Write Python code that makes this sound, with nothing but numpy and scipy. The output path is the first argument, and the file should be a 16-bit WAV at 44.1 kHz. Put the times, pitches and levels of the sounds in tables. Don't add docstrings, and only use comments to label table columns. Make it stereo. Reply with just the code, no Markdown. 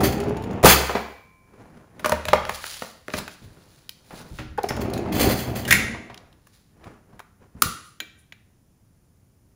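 import sys
import numpy as np
from scipy import signal
from scipy.fft import rfft, irfft
from scipy.io import wavfile
from scipy.ndimage import uniform_filter1d

SR = 44100
rng = np.random.default_rng(int(sys.argv[2]) if len(sys.argv) > 2 else 0)


def output_pcm(signal):
    pcm = np.clip(np.atleast_2d(signal).T, -1, 1) * 32767
    wavfile.write(sys.argv[1], SR, np.round(pcm).astype(np.int16))


N = 421155
TIME = np.arange(N) / SR

# frequency in Hz, level in dB.
AIR_COLOUR = [(15, -50), (25, -12.5), (101, -5.5), (160, -9.5), (523, -27), (3930, -44), (5430, -39),
              (9810, -39), (12200, -41.5), (14300, -38), (15500, -45.5)]
# frequency in Hz, ring time in seconds.
ECHO_TIMES = [(80, 0.39), (300, 0.5), (1000, 0.58), (2500, 0.61), (6000, 0.54), (14000, 0.27)]
# frequency in Hz, gain in dB.
PORT_COLOUR = [(6000, 2), (7400, 2), (8450, -7.5), (9400, 5.5), (11100, 3), (12200, -27.5), (13200, 4),
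               (14900, 1)]
# frequency in Hz, dB above the left.
RIGHT_OVER_LEFT = [(80, -0.5), (250, -1.3), (520, -3), (1200, -1.1), (4000, -4), (9000, 1), (14000, 2)]

# time of the peak in seconds, level in dB, swell in seconds, fade in seconds.
STROKES = [(2.075, -39, 0.016, 0.025), (2.29, -43, 0.032, 0.036), (2.555, -32, 0.03, 0.0078),
           (2.665, -34.5, 0.04, 0.03), (2.735, -34, 0.14, 0.084), (2.86, -45, 0.048, 0.018),
           (3.188, -29, 0.033, 0.0083), (3.335, -44.5, 0.042, 0.01), (3.44, -56.5, 0.062, 0.054),
           (3.72, -57.5, 0.3, 0.26), (4.19, -43.5, 0.068, 0.036), (4.39, -48, 0.074, 0.036),
           (6.55, -60, 0.088, 0.096)]
# time of the peak in seconds, level in dB, length in seconds.
RUSTLES = [(1.612, -46, 0.18), (1.782, -48.5, 0.099), (2.113, -40.5, 0.25), (3.185, -31, 0.05),
           (3.573, -55.5, 0.43), (4.139, -40, 0.025), (4.21, -44, 0.16), (6.218, -54.5, 0.24),
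           (6.874, -42.5, 0.11), (7.138, -52.5, .1), (7.431, -49.5, 0.043), (7.585, -52, 0.083)]
# frequency in Hz, level in dB.
STROKE_COLOUR = [(100, -12.5), (500, -9.5), (1500, -0.5), (3500, -3.5), (5500, -6.5), (8000, -4),
                 (11000, -6.5), (14500, -6.5)]
RUSTLE_COLOUR = [(50, -6), (150, 3), (300, -1), (700, -7), (1700, -14.5), (3500, -30), (9000, -34.5),
                 (15000, -45)]

# frequency in Hz, level in dB, ring time in seconds.
FLOOR_MODES = [(75.2, -18.5, 0.89), (178.5, -14.5, .18), (228.7, -14.5, 0.27), (462, -10.5, 0.15),
               (544, -7, 0.1), (609, 2.5, 0.092), (953, 0.5, 0.05), (1487, -5, 0.036)]
SPOON_MODES = [(2700, -4, .06), (4400, -7, .04), (6750, 0, .06)]
FORK_MODES = [(1039, -44, 2.0), (1308, -39, .7), (2094, -42, 1.0), (2293, -35, 1.55), (2385, -44, 1.6)]
SHELL_MODES = [(1345, -9.5, 0.022), (1560, -0.5, 0.037), (1907, 0.5, 0.0316), (2350, 1, 0.055),
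               (2600, -2, .03), (3335, -6, 0.027), (3630, -2, 0.025), (3910, -3.5, 0.04), (4124, -7, 0.047),
               (6800, -11, 0.0459), (11530, -11.5, 0.025), (14830, -6, 0.0249)]
CATCH_MODES = [(1548, -8, 0.15), (1598, -6, 0.11), (1896, 1.5, 0.11), (2040, -12, .12), (2090, -0.5, 0.12),
               (2256, -6.5, 0.12), (2326, -4.5, 0.12), (2465, -7, 0.13), (2820, -14.5, 0.084),
               (3582, -14.5, 0.13), (6540, -3, 0.071)]
PANEL_MODES = [(68, -11, 0.76), (128.6, 6, 0.17), (185.8, -10.5, 0.24), (239, -1, 0.24),
               (311.5, -2.5, 0.28), (390, -8, .18), (463, -8, 0.11), (566, 2, 0.089), (764, -3.5, 0.13)]

# start in seconds, level in dB, pitch of the knock in Hz, chatter in milliseconds,
# then the crack and the ring, both in dB compared with the knock.
FOLDER_HITS = [(1.994, -33, 1200, 6.9, -1, -7), (2.0445, -9, 1200, 4.6, -13, -13),
               (2.058, -8.5, 1090, 3.8, -4.5, -11.5), (2.0945, -12.5, 1210, 1.4, -0.5, -8),
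               (2.1195, -7.5, 1140, 3.1, -8, -1), (2.2534, -12.5, 1260, 0.82, -4, -14),
               (2.2838, -9.5, 1520, 3.7, -12.5, -11), (2.3315, 1.5, 900, 4.18, -14.5, -8),
               (2.452, -21, 1270, 1.2, -6, -18), (2.493, -10.5, 1070, 2.9, -8.5, -11.5),
               (2.641, -18.5, 1470, 1.2, -19, -42), (2.8206, -19, 1140, 2.5, -9, -19),
               (3.082, -19.5, 1080, 0.72, -8, -12), (3.102, -24, 1200, 1.2, -22, -19),
               (3.1364, -14.5, 1800, 5.8, -15, -7), (3.2778, -20, 1490, 3.5, -10, -18)]
LIGHTER_HITS = [(3.8925, -23, 3560, 1.5, 4, -16), (6.1435, -32.5, 3040, 1.8, -3.5, -19),
                (6.176, -32, 4000, 1.77, -15, -12), (6.327, -44.5, 3060, 2.2, -9, -20),
                (6.469, -42.5, 1200, 3.4, 2, -26.5), (6.84, -37.5, 1580, 6.4, -9, -10),
                (7.1932, -26, 1290, 1.8, -7, -17), (7.201, -27.5, 798, 2.7, -11, -18.5),
                (7.6203, -10, 2600, 1.9, 16.5, -12.5), (8.002, -17, 2500, 2.0, -5, 2.5),
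                (8.3225, -28.5, 2017, 2.4, -28, -6)]
LATCH_HITS = [(4.576, -27, 1500, 5, -9, -27), (4.6325, -28, 5000, 1.4, 8, -20),
              (4.687, -18.5, 5300, 6.1, -2.5, -10), (4.935, -27.5, 4030, 3.8, 6.5, -19),
              (5.6507, -19.5, 3050, 4, -3, -14.5), (5.677, -18, 1700, 26, -0.5, -15),
              (5.7075, -2.5, 1980, 5.34, 1.5, -4), (5.7245, 3.5, 2080, 4, -2.5, -18.5)]
DRAWER_HITS = [(.004, -13, 407, 16.4, -8, -10), (.032, -14, 302, 5.1, -11, -2.5),
               (.629, -13, 710, 9.6, -3.5, -14), (.637, -5, 613, 3.2, -4, -4), (.645, 4, 265, 5.2, -4, -7),
               (.654, 6.5, 720, 15, -4.5, -20.5), (.893, -15.5, 604, 20, -25.5, -25),
               (.951, -10.5, 630, 13.6, -33, -22), (4.106, -32.5, 690, 14.4, -13.5, -20),
               (4.386, -24.5, 1530, 13.5, -29, -0.5), (4.706, -16, 670, 2.6, -22, -7),
               (5.272, -15, 238, 5.3, -25, -6), (5.945, -24.5, 900, 7.3, -31, -18),
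               (6.098, -30.5, 840, 9.2, -32.5, -13)]

# start in seconds, level in dB.
SPOON_TAPS = [(0.122, -27), (0.1785, -37.5), (0.201, -26.5), (.236, -35), (.281, -38.5), (0.292, -37.5),
              (0.368, -34), (0.422, -40), (.438, -34.5), (0.509, -39.5), (0.53, -41.5), (4.764, -29.5),
              (4.814, -29.5), (4.899, -35), (4.976, -28), (5.1238, -26.5), (5.557, -28.5)]
# start in seconds, level in dB, swell in seconds, settling in seconds.
JOLTS = [(.030, -20.5, 0.013, 0.026), (.122, -33.5, 0.008, 0.0092), (0.651, -6.5, 0.042, 0.023),
         (0.781, -31, .011, 0.1), (4.805, -35, 0.011, 0.015), (5.12, -29.5, 0.052, 0.079),
         (5.195, -21, 0.015, .04), (5.289, -25.5, 0.016, 0.034), (5.37, -33.5, 0.012, 0.069),
         (5.551, -32, 0.012, 0.044)]
# frequency in Hz, level in dB.
RATTLE_COLOUR = [(300, -16), (700, -3), (1200, 0), (2100, 2), (3200, -3), (5000, -2), (8000, -6.5),
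                 (11000, -4), (14500, -3)]

# time of the peak in seconds, level in dB, swell in seconds, fade in seconds.
GAS_SPURTS = [(7.66, -37.5, 0.019, 0.055), (7.87, -55.5, .06, .05), (8.19, -59.5, 0.0077, 0.031)]
# frequency in Hz, level in dB.
GAS_COLOUR = [(1000, -25), (4000, -15), (9500, 3.5), (14500, -8.5)]
SPRING_HZ = [2650, 6520, 9320, 14900]

# frequency in Hz, level in dB.
ROLL_COLOUR = [(21, -41.5), (35, -17.5), (80, 0), (112, 1), (158, -4), (240, -1), (318, -6.5), (357, -1),
               (440, -12), (733, -9), (843, -14.5), (1540, -25), (2500, -28), (4000, -43.5), (9000, -53),
               (19800, -120)]
# time in seconds, level in dB.
ROLL_OUT = [(0, -23), (.16, -30.5), (.27, -29), (.62, -34)]
ROLL_IN = [(4.64, -48.5), (4.78, -29.5), (5.05, -31.5), (5.28, -21), (5.38, -34.5), (5.8, -33.5),
           (6.2, -58.5)]
# start in seconds, level in dB, pitch in Hz.
ROLLER_BUMPS = [(4.773, -23, 400), (4.856, -21, 350), (4.931, -22, 450), (4.99, -21, 420),
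                (5.059, -23, 350), (5.084, -26, 400), (5.207, -14.5, 600), (5.3, -17, 500),
                (5.476, -21, 300), (5.556, -42.5, 350), (5.599, -27.5, 250)]
# start in seconds, level in dB, pitch it sinks towards in Hz, swell in milliseconds.
PUSH_CLUNKS = [(4.58, -21.5, 436, 8.2), (4.638, -20, 387, 5.6)]
# start in seconds, level in dB, pitch in Hz, fade of the push in milliseconds.
THUDS = [(0.649, -11, 135.9, 12), (1.98, -39, 125, 11), (2.118, -44.5, 69.5, 76), (2.269, -28, 68, 145),
         (2.821, -23, 328, 4), (3.083, -26.5, 320, 5.9), (3.139, -22.5, 168.7, 12.7),
         (3.419, -40, 78.2, 57), (4.312, -33, 64, 57), (4.392, -32.5, 64.02, 290), (5.70, -20.5, 110.3, 70),
         (7.55, -34, 90, 14), (7.622, -26.5, 151.1, 36), (7.656, -23, 85.5, 8.9), (8.011, -39.5, 191, 13.6)]

SLAM_S = .66


def amp(db):
    return 10 ** (np.asarray(db) / 20)


def unit_rms(x):
    return x / np.sqrt(np.mean(x ** 2))


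def unit_peak(x):
    return x / np.abs(x).max()


def add(track, s, sound):
    start = max(int(s * SR), 0)
    track[:, start:start + sound.shape[-1]] += sound[..., :N - start]


def lookup(points, hz):
    f, value = np.transpose(points)
    return np.interp(np.log(hz + 1), np.log(f), value)


def keep_band(x, hz, kind, order=1):
    return signal.lfilter(*signal.butter(order, hz, kind, fs=SR), x)


def resonate(x, hz, sharpness):
    return signal.lfilter(*signal.iirpeak(hz, sharpness, fs=SR), x)


def colour(x, points, size=4096):
    gains = amp(lookup(points, np.arange(size // 2 + 1) * SR / size))
    cepstrum = irfft(np.log(gains))
    cepstrum[1:size // 2] *= 2
    cepstrum[size // 2 + 1:] = 0
    response = irfft(np.exp(rfft(cepstrum)))
    return signal.oaconvolve(x, response[None])[:, :x.shape[1]]


def envelope(curve):
    s, db = np.transpose(curve)
    active = (TIME >= s[0]) & (TIME <= s[-1])
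    return uniform_filter1d(amp(np.interp(TIME, s, db)) * active, size=600)


def swells(rows):
    power = sum(amp(2 * db) * np.exp(-2 * np.maximum((s - TIME) / swell, (TIME - s) / fade))
                for s, db, swell, fade in rows)
    return np.sqrt(power)


def damped_swell(t, swell_ms):
    age = t * 1000 / swell_ms
    return age * np.exp((1 - age ** 3) / 3)


def wander(rate):
    knots = rng.standard_normal(2000)
    return np.interp(TIME * rate, np.arange(len(knots)), knots)


def wavering(hz, rate):
    phase = 2 * np.pi * np.cumsum(hz) / SR
    return unit_rms(wander(rate) * np.sin(phase) + wander(rate) * np.cos(phase))


def stereo_noise(n, apart_hz):
    mid, side = rng.standard_normal((2, n))
    side = keep_band(side, apart_hz, "high")
    return unit_rms(np.array([mid + side, mid - side]))


def grains(rate, spread_db):
    happens = rng.random(N) < rate / SR
    size = np.minimum(rng.exponential(size=N), 4)
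    return happens * amp(spread_db * size)


def crackle(rate, spread_db, length_s):
    decay = np.exp(-1 / (length_s * SR))
    power = signal.lfilter([1], [1, -decay], grains(rate, spread_db) ** 2)
    return unit_rms(np.sqrt(power) * stereo_noise(N, 1300))


def ring(modes, seconds, vary_db=1.5):
    t = np.arange(int(seconds * SR)) / SR
    out = np.zeros(len(t))
    for hz, db, ring_s in modes:
        share, side = rng.standard_normal(2)
        gain = np.sign(side) * amp(db + vary_db * share)
        out += gain * np.sin(2 * np.pi * hz * t) * np.exp(-np.log(1000) * t / ring_s)
    return out


def hits(table, modes, sharpness, crack_hz, rise_ms=1):
    out, t = np.zeros((2, N)), TIME[:SR // 8]
    for s, db, hz, chatter_ms, crack_db, ring_db in table:
        force = (1 - np.exp(-t * 1000 / rise_ms)) * np.exp(-t * 1000 / chatter_ms)
        knock = resonate(stereo_noise(len(t), 1300) * force, hz, sharpness)
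        knock = keep_band(knock, 2 * hz, "low")
        crack = keep_band(stereo_noise(len(t), 5600) * force, crack_hz, "high")
        add(out, s, amp(db) * (unit_peak(knock) + amp(crack_db) * unit_peak(crack)))
        add(out, s + chatter_ms / 2000, amp(db + ring_db) * unit_peak(ring(modes, .5)))
    return out


def room_air(level_db=-60.5):
    return amp(level_db) * unit_rms(colour(stereo_noise(N, 500), AIR_COLOUR))


def kitchen_echo():
    t, hz = TIME[:SR], np.arange(SR // 2 + 1)
    spectrum = rfft(stereo_noise(SR, 600))
    echo = 0
    for centre_hz, ring_s in ECHO_TIMES:
        band = lookup([(f, f == centre_hz) for f, _ in ECHO_TIMES], hz)
        echo = echo + irfft(spectrum * band) * np.exp(-np.log(1000) * t / ring_s)
    arrival = np.clip(t / 0.004 - 1, 0, 1)
    early_boost = 1 + 0.56 * np.exp(-t / 0.019)
    return unit_rms(echo * arrival * early_boost) / np.sqrt(SR)


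def handling(drag_db=-3, grip_db=-1, rasp_hz=4200, rasp_db=-8, swell_share=.45):
    slips = crackle(2600, 3.0, .0004) * amp(1.5 * wander(45))
    rasp = unit_rms(resonate(slips, rasp_hz, 2.5))
    drag = (unit_rms(colour(slips, STROKE_COLOUR)) + amp(rasp_db) * rasp) * swells(STROKES)
    rustles = swells([(s, db, swell_share * length, (1 - swell_share) * length)
                      for s, db, length in RUSTLES])
    grip = unit_rms(colour(crackle(2000, 3.6, 0.0026), RUSTLE_COLOUR)) * rustles
    return amp(drag_db) * drag + amp(grip_db) * grip


def folder_knocks():
    return hits(FOLDER_HITS, FLOOR_MODES, sharpness=1.1, crack_hz=1200)


def singing_forks():
    out = np.zeros((2, N))
    add(out, SLAM_S, ring(FORK_MODES, 2, vary_db=0.5))
    return out


def spoon_clinks(contact_hz=2500, chatter_ms=4.5, crack_db=0, ring_db=-10):
    taps = [(s, db, contact_hz, chatter_ms, crack_db, ring_db) for s, db in SPOON_TAPS]
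    return hits(taps, SPOON_MODES, sharpness=1.2, crack_hz=4000)


def cutlery_rattle(tines_db=-8, ring_s=0.015, tone_count=90):
    shake, t = np.zeros((1, N)), TIME[:SR]
    for s, db, swell, settle in JOLTS:
        rise = np.sqrt(np.minimum(t / swell, 1))
        fall = np.exp(-np.maximum(t - 1.4 * swell, 0) / settle)
        add(shake, s, amp(db) * rise * fall)
    contacts = unit_rms(colour(crackle(1100, 1.2, 0.0031), RATTLE_COLOUR))
    steel = ring([(hz, 0, ring_s) for hz in rng.uniform(2000, 15000, tone_count)], .3)
    tines = unit_rms(signal.oaconvolve(contacts, steel[None])[:, :N])
    return (contacts + amp(tines_db) * tines) * shake


def gas():
    return unit_rms(colour(crackle(4000, 1.5, .0005), GAS_COLOUR)) * swells(GAS_SPURTS)


def lighter_clicks():
    return hits(LIGHTER_HITS, SHELL_MODES, sharpness=1.8, crack_hz=2440)


def trigger_snap(start_s=7.6208, level_db=-0.5, body_hz=1290, rasp_db=-9, spring_db=-12):
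    out, t = np.zeros((2, N)), TIME[:SR // 20]
    rasp = unit_rms(keep_band(stereo_noise(len(t), 2280), [1000, 4500], "band"))
    body = damped_swell(t, swell_ms=2.2) * (np.sin(2 * np.pi * body_hz * t) + amp(rasp_db) * rasp)
    spring = damped_swell(t, swell_ms=0.97) * sum(np.sin(2 * np.pi * hz * t) for hz in SPRING_HZ)
    add(out, start_s, amp(level_db) * (body + amp(spring_db) * spring))
    return out


def whirr_pitch(pull_hz=376, rise_hz_per_s=165, push_hz=441.5, brake_hz_per_s=300, creep_hz=227.5):
    pulled = pull_hz + rise_hz_per_s * TIME
    coasting_s = np.maximum(TIME - 4.7, 0)
    pushed = np.maximum(push_hz - brake_hz_per_s * coasting_s, creep_hz)
    return np.where(TIME < SLAM_S, pulled, pushed)


def rollers(panel_db=-5, whirr_db=-7, overtone_db=-16, uneven_db=1.5, gain_db=-2.0):
    rails = unit_rms(colour(crackle(380, 2.3, 0.0013), ROLL_COLOUR))
    kicks = grains(300, 2.7) * rng.standard_normal(N)
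    panels = unit_rms(signal.oaconvolve(kicks, ring(PANEL_MODES, .5))[:N])
    hz = whirr_pitch()
    whirr = amp(whirr_db) * wavering(hz, 35) + amp(overtone_db) * wavering(2 * hz, 60)
    rolling = rails + amp(panel_db) * panels + whirr
    return rolling * amp(gain_db + uneven_db * wander(22)) * (envelope(ROLL_OUT) + envelope(ROLL_IN))


def roller_bumps(chatter_ms=6, crack_db=-24, ring_db=-7):
    bumps = [(s, db, hz, chatter_ms, crack_db, ring_db) for s, db, hz in ROLLER_BUMPS]
    return hits(bumps, PANEL_MODES, sharpness=1.6, crack_hz=900)


def push_clunks(rough=0.51, upper_db=2, sag=0.14):
    out, t = np.zeros((2, N)), TIME[:SR // 20]
    for s, db, hz, swell_ms in PUSH_CLUNKS:
        pitch = hz * (1 + sag * np.exp(-t * 1000 / swell_ms))
        phase = 2 * np.pi * np.cumsum(pitch) / SR
        hollow = np.sin(phase) + amp(upper_db) * np.sin(1.8 * phase)
        grit = unit_rms(keep_band(stereo_noise(len(t), 1200), [hz / 2, 3 * hz], "band", order=2))
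        add(out, s, amp(db) * damped_swell(t, swell_ms) * (hollow + rough * grit))
    return out


def thuds():
    out, t = np.zeros((2, N)), TIME[:SR]
    for s, db, hz, push_ms in THUDS:
        push = stereo_noise(SR, 600) * np.exp(-t * 1000 / push_ms)
        boom = keep_band(push, [0.46 * hz, 2.1 * hz], "band", order=2)
        add(out, s, amp(db) * unit_peak(boom))
    return out


def latch_snaps():
    return hits(LATCH_HITS, CATCH_MODES, sharpness=7.3, crack_hz=2500)


def drawer_knocks():
    return hits(DRAWER_HITS, PANEL_MODES, sharpness=0.88, crack_hz=900)


def place(x, echo, echo_db, left_db, lag_samples=1):
    left = x[0] * amp(left_db / 2)
    right = np.pad(x[1], (lag_samples, 0))[:N] * amp(-left_db / 2)
    return np.array([left, right]) + amp(echo_db) * signal.oaconvolve(x, echo, axes=1)[:, :N]


def scene():
    echo = kitchen_echo()
    drawer = rollers() + roller_bumps() + drawer_knocks() + thuds()
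    rummage = folder_knocks() + handling() + push_clunks()
    latch = latch_snaps()
    lighter = lighter_clicks() + trigger_snap() + gas()
    cutlery = cutlery_rattle() + spoon_clinks() + singing_forks()
    return (room_air()
            + place(rummage, echo, echo_db=-7.5, left_db=1.0)
            + place(cutlery, echo, echo_db=-8.5, left_db=2.0)
            + place(lighter, echo, echo_db=-12.5, left_db=4, lag_samples=8)
            + place(latch, echo, echo_db=-5.0, left_db=4)
            + place(drawer, echo, echo_db=-3.0, left_db=0))


def record(dry):
    x = colour(dry, PORT_COLOUR)
    x = np.vstack([colour(port[None], [(hz, side * db / 2) for hz, db in RIGHT_OVER_LEFT])
                   for port, side in zip(x, (-1, 1))])
    x = x / (1 + x ** 4) ** (1 / 4)
    top_cut = signal.ellip(8, .2, 60, 15600, fs=SR, output="sos")
    return signal.sosfilt(top_cut, x)


dry = scene()
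out = record(dry)
output_pcm(out)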